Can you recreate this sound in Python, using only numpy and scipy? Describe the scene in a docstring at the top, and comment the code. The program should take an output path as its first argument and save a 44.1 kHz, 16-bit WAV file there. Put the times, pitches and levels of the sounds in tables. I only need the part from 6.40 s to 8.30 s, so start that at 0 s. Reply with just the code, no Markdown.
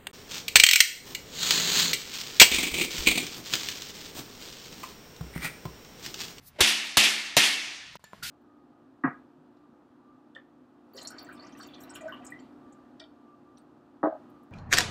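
"""Three hammer blows ring out in a large hard room with a far wall; a wood block is held on a thin aluminium panel.
A short swell of grainy noise leads into the first blow and sleeves rustle softly. The sound drops out briefly, then
small knocks, a clink of metal and a scrape follow, as the panel is dragged over the board beneath.
Random clicks make the clatter and scrape, ringing tones make wood and metal, and fading noise makes the room."""
import sys
import numpy as np
from scipy import signal
from scipy.fft import rfft, irfft
from scipy.io import wavfile

SR = 44100
rng = np.random.default_rng(int(sys.argv[2]) if len(sys.argv) > 2 else 0)


def master(y):
    """Save y as 16-bit WAV."""
    cut = np.clip(np.atleast_2d(y).T, -1, 1)
    pcm = np.round(cut * 32767)  # scale
    wavfile.write(sys.argv[1], SR, pcm.astype(np.int16))


N = 83790
TIME = np.arange(N) / SR  # seconds
DROPOUT_S = 1.5715

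# Tones of the panel and floor boards ringing on: (frequency [Hz], relative level [dB], time to fall 60 dB [s])
PANEL_TONES = [(680, -20, .7), (1755, -8, .5), (1846, -9, .5), (1929, -11, .5), (2201, -8, .65),
               (2369, -9, .6), (2520, -10, .6), (2682, -9, .55), (2874, -9, .7), (3307, -11, .5),
               (3492, -12, .4), (4300, -12, .35)]


def from_db(db):
    """Turns decibels into a gain."""
    return 10 ** (np.asarray(db) / 20)


def rms_one(x):
    """Scales a sound to an average (rms) level of 1."""
    return x / np.sqrt(np.mean(x ** 2) + 1e-20)


def at_hz(points, hz):
    """Reads a curve of (frequency, value) points, with straight lines on a log frequency scale."""
    points_hz, values = np.array(points)[:, 0], np.array(points)[:, 1]
    return np.interp(np.log(hz), np.log(points_hz), values)


def in_time(rows):
    """Turns a curve of (time [s], level [dB]) into a gain for every sample."""
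    times, levels_db = np.transpose(rows)
    return from_db(np.interp(TIME, times, levels_db))


def fade(t, t60):
    """Silent before time zero, then falls by 60 dB per t60 seconds."""
    return (t >= 0) * from_db(-60 * np.maximum(t, 0) / t60)


def band(x, low_hz, high_hz):
    """Keeps the sound between two frequencies."""
    return signal.sosfilt(signal.butter(2, [low_hz, high_hz], "band", fs=SR, output="sos"), x)


def above(x, hz, order=2):
    """Keeps the sound above one frequency."""
    return signal.sosfilt(signal.butter(order, hz, "high", fs=SR, output="sos"), x)


def colour(x, spectrum, tilt_db=0):
    """Shapes by a spectrum with minimum phase, so nothing sounds early; white noise keeps its rms."""
    size = 2 ** 13
    hz = np.maximum(np.arange(size // 2 + 1) * SR / size, 10)
    level_db = at_hz(spectrum, hz) + tilt_db * np.log2(hz / 3000)  # tilt in dB per octave
    # Folding the cepstrum (the transform of the log spectrum) gives minimum phase.
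    cepstrum = irfft(np.log(from_db(level_db)))
    cepstrum[1:size // 2] *= 2
    cepstrum[size // 2 + 1:] = 0
    response = irfft(np.exp(rfft(cepstrum)))
    response = response / np.sqrt(np.sum(response ** 2))
    return signal.fftconvolve(x, response)[:len(x)]


def grit(per_s, spread_db):
    """Random clicks of uneven size and either sign, scaled to rms 1."""
    sizes = from_db(spread_db * np.minimum(rng.exponential(1, N), 4))
    signed = sizes * rng.choice([-1, 1], N)
    return rms_one(signed * (rng.random(N) < per_s / SR))


def waver(per_s):
    """Slow chance: random points, per_s of them each second, joined by straight lines."""
    knots = rng.standard_normal(200)
    return np.interp(TIME * per_s, np.arange(200), knots)


def ring(x, hz, t60):
    """A resonance: a click of height 1 sets off a dying sine that starts at about height 1."""
    shrink = from_db(-60 / (t60 * SR))  # per sample
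    turn = 2 * np.pi * hz / SR  # radians per sample
    return signal.lfilter([0, np.sin(turn)], [1, -2 * shrink * np.cos(turn), shrink ** 2], x + 1e-18)


def strike(s, db, tones, spread_db):
    """One click sets all tones of a body ringing, each with a strength that varies by chance."""
    click = np.zeros(N)
    click[int(s * SR)] = from_db(db)
    chance = rng.normal(0, 1, len(tones))
    out = np.zeros(N)
    for (hz, tone_db, t60), luck in zip(tones, chance):
        out += from_db(tone_db + spread_db * luck) * ring(click, hz, t60)
    return out


def at_pitch(tones, pitch):
    """Multiplies the frequency of every tone of a body by one factor."""
    return [(hz * pitch, db, t60) for hz, db, t60 in tones]


def hammer():
    """Each blow: a dense clatter, knock and boom of wood, the ring of panel and floor, the room's answer."""
    # Hammer blows: (time [s], level of clatter and room [dB], knock [dB], knock pitch [factor],
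    # boom [dB], boom pitch [Hz], brightness [dB per octave], far-wall echo [dB])
    blows = [(0.2058, -13, -24.5, 0.59, -17, 75, 0.23, -4.5),
             (0.57, -11.5, -27.5, 0.69, -24, 70, 0.27, -4.5),
             (0.9672, -12, -19.5, 1.01, -17, 150, 0.17, -7)]
    # Colour of the panel clattering against block and board: (frequency [Hz], relative level [dB per Hz])
    clatter_colour = [(59, -43), (100, -3), (438, -4), (1090, -5.5), (1370, -5), (2180, 0), (2690, -35),
                      (3770, 2), (4860, -5.5), (8770, -11.5), (15500, -16.5)]
    # Thud of block and board: (frequency [Hz], relative level [dB], time to fall 60 dB [s])
    wood_tones = [(364, -11.5, 0.022), (587, -3, 0.035), (674, 5.5, 0.024), (916, 0.5, 0.046),
                  (1350, -16, .04)]
    # Floor boards that swell in and ring: (frequency [Hz], level [dB], time to fall 60 dB [s])
    floor_tones = [(213.4, -38.5, 0.83), (289.4, -44.5, 1.23)]
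    clicks_per_s, hold_s, clatter_t60_s = 6000, 0.0045, 0.066
    panel_db = -22
    boom_rise_s, boom_t60_s = 0.0048, 0.059
    floor_rise_s = 0.034

    out = np.zeros(N)
    for s, db, knock_db, pitch, boom_db, boom_hz, tilt_db, echo_db in blows:
        t = TIME - s
        # The clatter holds its level for a moment, then dies away.
        clatter = grit(clicks_per_s, 0.67) * (t >= 0) * fade(np.maximum(t - hold_s, 0), clatter_t60_s)
        clatter = above(colour(clatter, clatter_colour, tilt_db), 150)
        out += from_db(db) * (clatter + room_tail(t, echo_db, tilt_db))

        out += above(strike(s + .002, knock_db, at_pitch(wood_tones, pitch), 1.5), 150)
        out += strike(s, db + panel_db, PANEL_TONES, 1.5)

        boom = np.sin(2 * np.pi * boom_hz * t) * np.clip(t / boom_rise_s, 0, 1)
        out += from_db(boom_db) * boom * fade(t, boom_t60_s)
        out += strike(s, 0, floor_tones, 1.0) * np.clip(t / floor_rise_s, 0, 1)
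    return out


def room_tail(t, echo_db, tilt_db):
    """Half-octave bands of noise, each dying at its own rate: first tail, near and far-wall echo, slow tail."""
    # Colour of the tail: (frequency [Hz], relative level [dB per Hz])
    tail_colour = [(35, -74), (60, -38.5), (170, -24), (250, -16.5), (345, -11), (509, -19), (705, -13),
                   (1070, -14), (1620, -10), (1760, -6), (2050, -4), (2710, -0.5), (3600, -3), (3900, -5),
                   (9970, -15.5), (15500, -28.5)]
    # How long the room rings: (frequency [Hz], time to fall 60 dB [s])
    room_t60 = [(80, 0.39), (200, 0.49), (700, 0.58), (1800, 0.67), (3000, 0.51), (5000, 0.59),
                (9000, 0.38), (14000, 0.23)]
    room_db, room_rise_s = -3.5, 0.0019
    slow_db, slow_factor = -7.5, 2.27  # the slow tail takes this many times longer to die
    near_s, near_db, near_width_s = 0.041, -1, 0.0027
    far_s, far_rise_s, far_t60_s = 0.063, 0.0059, 0.35
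    panel_db, panel_t60_s = -42, 0.14
    grain_db, grain_per_s = 1.2, 30

    noise = colour(rng.standard_normal(N), tail_colour, tilt_db)
    # A second noise rings the panel's tones, so the tail carries them in blurred form.
    drive = colour(rng.standard_normal(N), tail_colour, tilt_db)
    for hz, db, _ in PANEL_TONES:
        noise = noise + from_db(panel_db + db) * ring(drive, hz, panel_t60_s)

    since_far = t - far_s
    far_rise = np.clip(since_far / far_rise_s, 0, 1)
    far = from_db(echo_db) * far_rise * fade(since_far - far_rise_s * far_rise, far_t60_s)
    near_bump = from_db(near_db) * np.exp(-.5 * ((t - near_s) / near_width_s) ** 2)

    spectrum = rfft(noise)
    bin_hz = np.maximum(np.arange(N // 2 + 1) * SR / N, 10)
    out = np.zeros(N)
    for centre_hz in 44 * 2 ** np.arange(0, 9, .5):
        # Neighbouring bands overlap and add up to the whole.
        share = np.cos(np.pi / 2 * np.clip(2 * np.log2(bin_hz / centre_hz), -1, 1)) ** 2
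        t60 = at_hz(room_t60, centre_hz)
        first = fade(t, t60)
        slow = from_db(slow_db) * fade(t, t60 * slow_factor)
        near = near_bump * first
        level = np.sqrt(first ** 2 + slow ** 2 + far ** 2 + near ** 2)
        # Each band wavers on its own.
        out += irfft(spectrum * share, N) * level * from_db(grain_db * waver(grain_per_s))
    return from_db(room_db) * np.clip(t / room_rise_s, 0, 1) * out


def lead_in():
    """A short grainy noise, made of dense random clicks, swells just before the first blow and stops."""
    # Loudness of the lead-in noise: (time [s], level [dB])
    lead_in_level = [(.13, -75), (.165, -54), (.18, -63), (.19, -35.5), (.197, -32.5), (.206, -34),
                     (.21, -62)]
    # Colour of the lead-in noise: (frequency [Hz], relative level [dB per Hz])
    lead_in_colour = [(150, -17), (600, 9), (1200, -9), (2200, 2), (3200, -6), (4200, -11), (15000, -34.5)]
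    running = TIME < lead_in_level[-1][0]
    return in_time(lead_in_level) * running * colour(grit(4500, 1.5), lead_in_colour)


def small_sounds():
    """Wood knocks ring briefly with a crack of noise; one metal clink rings with a short wash of hiss."""
    # Small knocks of wood: (time [s], level [dB], crack relative to knock [dB], pitch [factor])
    knocks = [(0.1985, -33.5, -46.5, 0.986), (1.555, -40, -3.5, 0.99), (1.595, -61, -5, 1.04),
              (1.640, -48, -15, 0.97), (1.733, -39, -23, 1.04), (1.747, -56.5, -21, 0.66)]
    # Tones of a knock: (frequency [Hz], relative level [dB], time to fall 60 dB [s])
    knock_tones = [(202, -4.5, 0.07), (424, -12, 0.03), (650, 1.5, 0.015), (983, 5.5, 0.023),
                   (1300, 2, 0.011), (2710, -15, 0.0027)]
    # Tones of the clink: (frequency [Hz], relative level [dB], time to fall 60 dB [s])
    clink_tones = [(1732, -15, .45), (1760, -11, .35), (4300, -13, .05), (4420, -14, .06), (7100, -1, .02),
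                   (7200, -24, .7), (9600, -10, .015), (11800, -6, .012)]
    clink_s, clink_db = 1.6415, -43
    wash_db, wash_t60_s = -47.5, 0.14  # level before the band filter
    crack_t60_s = 0.017

    out = strike(clink_s, clink_db, clink_tones, 0)
    hiss = rng.standard_normal(N)
    out += from_db(wash_db) * band(hiss, 1500, 5000) * fade(TIME - clink_s, wash_t60_s)
    for s, db, crack_db, pitch in knocks:
        out += strike(s, db, at_pitch(knock_tones, pitch), 0.67)
        out += from_db(db + crack_db) * hiss * fade(TIME - s, crack_t60_s)
    return above(out, 150)


def drag():
    """Dense scraping clicks as the panel is dragged; they also make it sing at one low resonance."""
    # Loudness of the whole drag: (time [s], level [dB])
    drag_level = [(1.822, -81), (1.828, -43), (1.833, -35), (1.865, -36.5), (1.875, -36.5), (1.9, -39)]
    # Colour of the scrape: (frequency [Hz], relative level [dB per Hz])
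    drag_colour = [(600, -14.5), (1200, -12), (1400, -10), (2000, -6), (2300, -8), (2600, -6), (4300, -2.5),
                   (5800, -9), (14300, -15.5), (15500, -17)]
    # Panel's low resonance within the drag: (time [s], relative level [dB])
    sing_level = [(1.826, 8), (1.833, -7), (1.862, -7), (1.87, -17), (1.89, -24), (1.897, -3)]
    clicks_per_s, sing_hz, sing_t60_s = 9000, 1420, 0.036

    clicks = grit(clicks_per_s, 1.2)
    scrape = above(colour(clicks, drag_colour), 1100, order=4)
    sing = in_time(sing_level) * rms_one(ring(clicks, sing_hz, sing_t60_s))
    started = TIME > drag_level[0][0]
    return in_time(drag_level) * started * (scrape + sing)


def rustles():
    """Sleeves rustle: bright cloth noise in soft, bell-shaped swells."""
    # Sleeve rustles: (centre [s], half width [s], level before filtering [dB])
    swells = [(.062, 0.024, -56.5), (.079, 0.0094, -48.5), (.46, 0.016, -52), (.85, 0.02, -59),
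              (1.533, 0.0019, -65)]
    # Colour of the cloth: (frequency [Hz], relative level [dB per Hz])
    cloth_colour = [(1470, -67), (2500, -39), (2760, -24), (4080, -1), (4710, -0.5), (6950, -5),
                    (15500, 4.5)]
    level = np.zeros(N)
    for s, width_s, db in swells:
        level += from_db(db) * np.exp(-.5 * ((TIME - s) / width_s) ** 2)
    return level * colour(above(rng.standard_normal(N), 2500), cloth_colour)


def rumble():
    """Low-pitched noise whose level rises and falls."""
    # Loudness of the low rumble: (time [s], level [dB])
    rumble_level = [(0, -59.5), (.07, -61.5), (.2, -60), (.3, -71), (1.4, -70), (1.48, -61), (1.56, -60.5),
                    (1.7, -76), (1.8, -62.5), (1.85, -55), (1.9, -57)]
    low = band(rng.standard_normal(N + SR), 30, 164)
    return in_time(rumble_level) * rms_one(low[SR:])  # skips the second in which the filter settles


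def room_noise():
    """Steady quiet noise shaped like the sound of the room."""
    # Colour of the room noise: (frequency [Hz], relative level [dB per Hz])
    noise_colour = [(88, -30.5), (150, -10), (500, -20.5), (900, -15.5), (1700, -17.5), (2800, -20.5),
                    (5000, -25.5), (8000, -35), (11000, -36), (15500, -41)]
    noise_db = -65
    return from_db(noise_db) * colour(rng.standard_normal(N + SR), noise_colour)[SR:]


def scene():
    """Adds the sources, with a quick fade at the dropout and the background coming back after it."""
    # Gain of room noise and rumble after the dropout: (time [s], level [dB])
    return_level = [(1.572, -25), (1.59, -17), (1.6, -2), (1.64, -3), (1.66, 0.5), (1.72, 1), (1.745, 8),
                    (1.82, 3.5)]
    before = np.clip((DROPOUT_S - TIME) / 0.0013, 0, 1)
    background = room_noise() + rumble()
    small = small_sounds()
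    is_early = TIME < DROPOUT_S + .01  # the later small sounds skip the fade

    early = hammer() + lead_in() + rustles() + background + small * is_early
    late = background * in_time(return_level) * (1 - before) + small * ~is_early + drag()
    return (early * before + late)[None]


def record(dry):
    """Rounds off the peaks, then cuts the deepest bass and the top treble."""
    top = 0.66  # level at which peaks flatten
    rounded = top * np.tanh(dry / top)
    no_bass = above(rounded, 40)
    return signal.sosfilt(signal.ellip(12, .5, 60, 15450, fs=SR, output="sos"), no_bass)  # low-pass at 15450 Hz


dry = scene()
out = record(dry)
master(out)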